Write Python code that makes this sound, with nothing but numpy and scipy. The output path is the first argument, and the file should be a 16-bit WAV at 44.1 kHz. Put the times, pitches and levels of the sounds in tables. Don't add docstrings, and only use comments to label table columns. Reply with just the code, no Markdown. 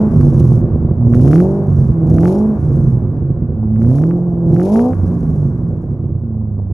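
import sys
import numpy as np
from scipy import signal
from scipy.fft import rfft, irfft, next_fast_len
from scipy.io import wavfile
from scipy.ndimage import uniform_filter1d, map_coordinates

SR = 44100
rng = np.random.default_rng(int(sys.argv[2]) if len(sys.argv) > 2 else 0)


def wrap_up_sound(samples):
    columns = np.atleast_2d(samples).T
    tamed = np.clip(columns, -1, 1)
    steps = np.round(tamed * 32767).astype(np.int16)
    wavfile.write(sys.argv[1], SR, steps)


N = 296793
CYLINDERS = 8
START_HZ, DRAG_PER_S, FULL_PUSH = 214.2, .6379, 400
LOAD_LEAD_S, OPEN_LEAD_S, LIFT_LAG_S = 0.019, .055, .028
TOP_HZ = 15750

# start and end in seconds, push on the firing rate in Hz per second.
OPENINGS = [(-0.2, 0.074, 142.0), (1.031, 1.676, 64.9), (1.979, 2.559, 88.6), (3.618, 4.904, 62.4),
            (6.26, 7.0, 28.8)]
# centre and half length in seconds, push in Hz per second.
BLIPS = [(1.356, 0.1229, 335.6), (2.314, 0.0849, 320.1), (3.984, 0.11, 302.8), (4.742, 0.128, 417.0)]
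# centre and half length in seconds, strength in dB.
STUMBLES = [(1.179, 0.096, 2), (2.133, 0.067, 0.5), (3.855, 0.045, -4), (4.516, 0.043, 1.5)]
# start and end in seconds, strength in dB.
OVERRUNS = [(0.143, 0.596, 1), (1.692, 1.913, -3.5), (2.624, 2.964, -2), (5.028, 5.496, -5.5)]
# time in seconds, then gains in dB of drone, rasp, hiss and whirr.
SWELLS = [(0, 3, -1, 1, 1.5), (.85, 6.5, 1, -2, -0.5), (1.2, 3, -1, -0.5, -1.5), (2.3, 1, -1, 0, -1.5),
          (3.55, 0, -6, -7, -3.5), (3.8, 2, -3, -4.5, -3), (4.3, -3.5, -2.5, -4.5, -7.5),
          (4.9, 0, -2, -1, -4.5), (5.8, -1.5, -5.5, -3, -6), (6.25, -4, -6.5, -7, -10),
          (6.73, 1, -9, -7, -7)]
# frequency in Hz, correlation from -1 to 1.
COHERENCE = [(250, 1), (500, 0.86), (1000, 0.9), (2000, -0.33), (5000, 0.64), (12000, 0.7)]
# frequency in Hz, left minus right in dB.
PORT_BALANCE = [(40, -5), (130, -2.5), (230, -1.5), (340, 0), (550, 5), (1100, 2.5), (2200, 2.5),
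                (6800, 1.5), (7800, 12), (11000, 26), (15000, 5)]
# time in seconds, relative peak level in dB.
CRACKLES = [(0.2108, -31.5), (1.1374, -26), (1.1462, -27.5), (1.278, -27.5), (1.3138, -29.5), (1.3322, -18),
            (1.3588, -24), (1.3811, -29), (1.4035, -22.5), (2.1847, -24), (2.2344, -26), (2.2563, -19.5),
            (2.2799, -29), (3.8193, -34), (3.9859, -32), (4.038, -27.5), (4.1108, -30.5), (4.5642, -29),
            (4.5984, -25.5), (4.6162, -27), (4.7594, -23.5), (4.794, -23), (4.9336, -29.5)]
# frequency in Hz, relative level in dB.
CRACKLE_SPECTRUM = [(700, -37), (1150, 7), (1450, 3.5), (2200, -8.5), (3000, -20), (3900, -35),
                    (6000, -74.5)]
# frequency in Hz, relative spectral density in dB.
WHIRR_SPECTRUM = [(250, -23.5), (500, 0.5), (900, -9), (1150, -7.5), (1500, -13), (1800, -19),
                  (2300, -23.5), (3100, -36), (4500, -39.5), (9000, -43), (15000, -62)]
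# frequency and width in Hz, boost in dB.
BAY_MODES = [(970, 81, 4.5), (1115, 180, 5.5), (1442, 42, 6.5), (1630, 38, 6), (1810, 64, 1.5)]
# frequency in Hz, relative spectral density in dB.
JET_SPECTRUM = [(1200, -33.5), (2200, 1.5), (3400, -2), (4600, -2.5), (5700, 2), (6900, -1), (7700, -9),
                (9500, -6.5), (10900, -0.5), (12300, -12.5), (13800, -21), (15500, -23.5)]
# time in seconds, relative peak level in dB.
SPURTS = [(0.398, -50.5), (1.15, -53.5), (1.215, -52.5), (2.145, -54), (4.544, -54.5)]
# frequency and width in Hz, relative level in dB.
PIPE_MODES = [(56, 36, -7), (96.3, 60, 0), (148, 52, 1.5), (234.3, 46, -4), (343.5, 77, -10.5),
              (489, 170, -22.5), (717, 130, -33.5)]
# time in seconds, relative peak level in dB.
POPS = [(0.194, -1), (0.401, -2.5), (1.715, -4.5), (2.063, -3), (2.11, -2), (2.842, -2), (2.936, -7),
        (4.929, -5.5), (5.267, -6.5), (5.453, -0.5), (5.916, -5.5), (6.092, -6)]
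# centre and half length in seconds, engine order, relative level in dB.
MISFIRES = [(0.186, 0.035, 4, -19), (1.755, 0.054, 4, -16), (1.9, 0.019, 3, -14.5),
            (4.948, 0.028, 3, -16.5), (5.035, 0.042, 3, -13), (5.29, 0.066, 3, -21)]
# frequency in Hz, relative spectral density in dB.
RASP_SPECTRUM = [(200, -27.5), (300, 4.5), (400, 2), (520, -4), (700, -6), (900, -14), (1100, -17),
                 (1400, -37.5), (2000, -46), (3200, -55), (6000, -92.5)]
# engine order, level in dB relative to the throb.
BANK_ORDERS = [(2, -23), (5, -14.5), (6, 2.5), (10, -11.5), (14, -21)]
# engine order, level in dB relative to the bark.
BARK_ORDERS = [(14, 2.5), (18, -6.5), (20, -8), (22, -8), (24, -2.5), (26, -11.5), (28, -13), (30, -13.5),
               (32, -9.5), (34, -15.5), (36, -17.5), (38, -15.5), (40, -16)]
# frequency in Hz, gain in dB.
STANDING_WAVES = [(72, -6.5), (97, -3.5), (120, 0), (160, 0), (176, 1), (197, -7.5), (218, 3), (240, .5),
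                  (285, -7), (365, -1.5), (420, -10.5), (500, -7)]


def amp(db):
    return 10 ** (np.asarray(db) / 20)


def decibels(gain):
    return 20 * np.log10(gain + 1e-6)


def power_sum(*levels_db):
    return 10 * np.log10(sum(amp(db) ** 2 for db in levels_db))


def unit(x):
    return x / np.sqrt(np.mean(x ** 2) + 1e-20)


def steady(x):
    return x / np.sqrt(np.abs(uniform_filter1d(x ** 2, size=SR // 8)) + 1e-20)


def along(points, hz):
    frequencies, values = np.transpose(points)
    return np.interp(np.log(hz + 1), np.log(frequencies), values)


def curves(rows):
    times, *columns = np.transpose(rows)
    return [np.interp(np.arange(N) / SR, times, column) for column in columns]


def bell(centre, half):
    return np.exp(-((np.arange(N) / SR - centre) / half) ** 2 / 2)


def span(start, end, edge_s):
    t = np.arange(N) / SR
    return .5 + .5 * np.tanh(np.minimum(t - start, end - t) / (2 * edge_s))


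def wobble(rate):
    return map_coordinates(rng.standard_normal(int(N * rate / SR) + 4), [np.arange(N) * rate / SR])


def filtered(x, response):
    size = next_fast_len(N + SR // 2)
    return irfft(rfft(x, size) * response(np.fft.rfftfreq(size, 1 / SR)), size)[..., :N]


def resonance(hz, centre, width):
    return 1 / (1 + (2 * (hz - centre) / width) ** 2)


def impulses(at, sizes):
    return np.bincount(np.clip(at, 0, N - 1).astype(int), sizes, N)


def hits(rows, response):
    times, db = np.transpose(rows)
    peak = np.abs(filtered(signal.unit_impulse(N), response)).max()
    return filtered(impulses(times * SR, amp(db)), response) / peak


def scattered(per_s, peak_db, spread_db):
    expected = np.cumsum(per_s) / SR
    timing, size = rng.random((200, 2)).T
    turn = np.arange(len(timing)) + timing
    rows = np.c_[np.searchsorted(expected, turn) / SR, peak_db + spread_db * (2 * size - 1)]
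    return rows[turn < expected[-1]]


def rush(spectrum, gate=1):
    def colour(hz):
        spread = np.arccos(np.clip(along(COHERENCE, hz), -1, 1)) / 2
        return amp(along(spectrum, hz)) * [np.cos(spread), np.sin(spread)]
    mid, side = filtered(gate * rng.standard_normal((2, N)), colour)
    return unit(np.array([mid + side, mid - side]))


def orders(firing, table, waver_db, jitter=0):
    angle = 2 * np.pi * (firing + jitter * wobble(240)) / CYLINDERS
    offset = lambda k: rng.uniform(0, 2 * np.pi) * (round(k) % CYLINDERS > 0)
    return sum(np.sqrt(2) * amp(db + waver_db * wobble(22)) * np.cos(round(k) * angle + offset(k))
               for k, db in table)


def push(lead_s=0):
    light = sum(size * span(start - lead_s, end - lead_s, .02) for start, end, size in OPENINGS)
    return light + sum(size * bell(s - lead_s, half) for s, half, size in BLIPS)


def firing_rate():
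    coast = np.exp(-DRAG_PER_S * np.arange(N) / SR)
    return coast * (START_HZ + np.cumsum(push() / coast) / SR)


def combustion_state(least_load=0.017, throttle_edge_s=0.0081, burn_edge_s=0.029):
    opened = sum(span(start - OPEN_LEAD_S, end + LIFT_LAG_S, throttle_edge_s)
                 for start, end, _ in OPENINGS)
    load = least_load + push(LOAD_LEAD_S) / FULL_PUSH
    overrun = sum(amp(db) * span(start, end, burn_edge_s) for start, end, db in OVERRUNS)
    return np.minimum(opened, 1), load, overrun


def stumble():
    return sum(amp(db) * bell(s, half) for s, half, db in STUMBLES)


def driven(state, full_db, db_per_doubling):
    opened, load, _ = state
    return full_db + db_per_doubling * np.log2(load) + decibels(opened)


def running(rate, level_db, db_per_octave):
    return level_db + db_per_octave * np.log2(rate / START_HZ)


def flow_levels(rate, state):
    _, _, overrun = state
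    _, rasp_swell_db, hiss_swell_db, _ = curves(SWELLS)
    rasp_db = power_sum(running(rate, level_db=-31, db_per_octave=5),
                        driven(state, full_db=-26, db_per_doubling=3))
    hiss_db = power_sum(running(rate, level_db=-68, db_per_octave=13.5),
                        driven(state, full_db=-52.5, db_per_doubling=10),
                        -59 + decibels(overrun), -63 + decibels(stumble()))
    return rasp_db + rasp_swell_db, hiss_db + hiss_swell_db


def engine_bay(firing, rate, beat_db=0.65):
    *_, swell_db = curves(SWELLS)
    whirr = rush(WHIRR_SPECTRUM, amp(beat_db * np.cos(np.pi * firing)))
    hollow = lambda hz: amp(sum(db * resonance(hz, centre, width) for centre, width, db in BAY_MODES))
    return amp(swell_db + running(rate, level_db=-41, db_per_octave=8)) * filtered(whirr, hollow)


def crackle(edge_hz=2200, edge_depth=0.33, small_per_s=48, early_s=.085):
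    building = sum(bell(s - early_s, half) for s, half, _ in BLIPS) ** 2
    small = scattered(small_per_s * building, peak_db=-41, spread_db=5)
    cracks = hits(np.vstack([CRACKLES, small]), lambda hz: amp(along(CRACKLE_SPECTRUM, hz)))
    edge = filtered(cracks, lambda hz: 1 / (1 + (edge_hz / (hz + 1)) ** 6))
    return amp(4) * (cracks + edge_depth * wobble(33) * edge)


def jet(firing, jet_db, gain_db=3.5, wide_db=-53, thin_hz=4300):
    sputter_db = 2.5 * wobble(110)
    level = amp(jet_db + gain_db) + sum(amp(db) * bell(s, 0.0044) for s, db in SPURTS)
    hiss = rush(JET_SPECTRUM, amp(2 * np.cos(2 * np.pi * firing) + sputter_db))
    lower = filtered(hiss, lambda hz: 1 / (1 + (hz / thin_hz) ** 8))
    breadth = np.sqrt(np.minimum(level / amp(wide_db), 1))
    return level * (hiss - (1 - breadth) * lower)


def pipe(hz, low_hz=42):
    power = sum((amp(db) * resonance(hz, centre, width)) ** 2 for centre, width, db in PIPE_MODES)
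    power = power / (1 + (low_hz / (hz + 1)) ** 4)
    cepstrum = irfft(np.log(power + 1e-14) / 2)
    half = len(cepstrum) // 2
    return np.exp(rfft(np.r_[cepstrum[0], 2 * cepstrum[1:half], np.zeros(half)]))


def pops(state, soft_hz=300, small_per_s=3):
    opened, _, _ = state
    small = scattered(small_per_s * (1 - opened), peak_db=-13, spread_db=2.5)
    return amp(-6) * hits(np.vstack([POPS, small]), lambda hz: pipe(hz) / (1 + 1j * hz / soft_hz))


def booms(firing):
    return sum(amp(db + 3.5) * bell(s, half) * np.sin(2 * np.pi * round(order) * firing / CYLINDERS)
               for s, half, order, db in MISFIRES)


def pulse_sizes(count, memory):
    cycles = rng.standard_normal((count // CYLINDERS + 1, CYLINDERS))
    return signal.lfilter([1], [1, -memory], cycles, axis=0).ravel()[:count]


def burble(firing, rate, state, churn_db=-4, calm_db_per_s=1.27):
    opened, _, overrun = state
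    fired_at = np.flatnonzero(np.diff(firing.astype(int)))
    pulses = unit(impulses(fired_at, pulse_sizes(len(fired_at), memory=.55)))
    churn = amp(churn_db) * rng.standard_normal(N)
    lumps = amp((1.5 + .4 * (1 - opened)) * wobble(38))
    calming_db = calm_db_per_s * np.arange(N) / SR
    plain_db = running(rate, level_db=-12, db_per_octave=0.5) - 5 * opened - calming_db
    level_db = power_sum(plain_db, -12 + decibels(stumble()), -17 + decibels(overrun))
    return amp(level_db) * steady(filtered(lumps * (pulses + churn), pipe))


def rasp(firing, rasp_db, gain_db=-1, crest_db=6.5, puff_db=3.5):
    number = firing.astype(int)
    puff = rng.standard_normal(number[-1] + 2)[number]
    crest = np.cos(2 * np.pi * firing)
    return amp(rasp_db + gain_db) * rush(RASP_SPECTRUM, amp(crest_db * crest + puff_db * puff))


def tone_levels(rate, state, coast_db=-22.5, weak_above_hz=175, weak_db_per_hz=.42):
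    _, _, overrun = state
    swell_db, *_ = curves(SWELLS)
    coasting_db = coast_db - weak_db_per_hz * np.maximum(rate - weak_above_hz, 0)
    tone_db = power_sum(coasting_db, swell_db + driven(state, full_db=-11, db_per_doubling=2.46))
    octave_db = power_sum(coasting_db - 19, swell_db + driven(state, full_db=-15.5, db_per_doubling=2.47))
    throb_db = power_sum(-27, -15 + decibels(overrun))
    throb_hz = rate * 6 / CYLINDERS
    return (tone_db + along(STANDING_WAVES, rate),
            octave_db + along(STANDING_WAVES, 2 * rate),
            throb_db + along(STANDING_WAVES, throb_hz))


def drone(firing, rate, state, rasp_db, hard_db=-26, bark_top_hz=1100, coast_waver_db=2):
    opened, _, _ = state
    tone_db, octave_db, throb_db = tone_levels(rate, state)
    angle = 2 * np.pi * firing
    tone = np.sqrt(2) * (amp(tone_db) * np.cos(angle) + amp(octave_db) * np.cos(2 * angle))
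    waver_db = 0.29 * wobble(45) + coast_waver_db * (1 - opened) * wobble(20)
    throb = amp(throb_db) * orders(firing, BANK_ORDERS, waver_db=1.35)
    bark_db = rasp_db + np.minimum(rasp_db - hard_db, 0)
    snarl = orders(firing, BARK_ORDERS, waver_db=2.8, jitter=.02)
    bark = filtered(opened * amp(bark_db) * snarl, lambda hz: 1 / (1 + (hz / bark_top_hz) ** 12))
    return tone * amp(waver_db) + throb + bark


def exhaust(firing, rate, state):
    rasp_db, jet_db = flow_levels(rate, state)
    pipe_noise = burble(firing, rate, state) + rasp(firing, rasp_db)
    return pipe_noise + drone(firing, rate, state, rasp_db) + jet(firing, jet_db)


def scene():
    rate, state = firing_rate(), combustion_state()
    firing = np.cumsum(rate * (1 + .004 * wobble(30))) / SR
    return exhaust(firing, rate, state) + booms(firing) + pops(state) + engine_bay(firing, rate)


def record(dry, ceiling=.95, dull_hz=1500):
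    fade = signal.windows.tukey(N, .002)
    balance = lambda hz: 2 / (1 + amp(np.outer([-1, 1], along(PORT_BALANCE, hz))))
    ports = filtered(fade * (dry + crackle()), balance)
    excess = ports - np.clip(ports, -ceiling, ceiling)
    held_back = filtered(excess, lambda hz: np.exp(-(hz / dull_hz) ** 2))
    return filtered(ports - held_back, lambda hz: hz < TOP_HZ)


dry = scene()
out = record(dry)
wrap_up_sound(out)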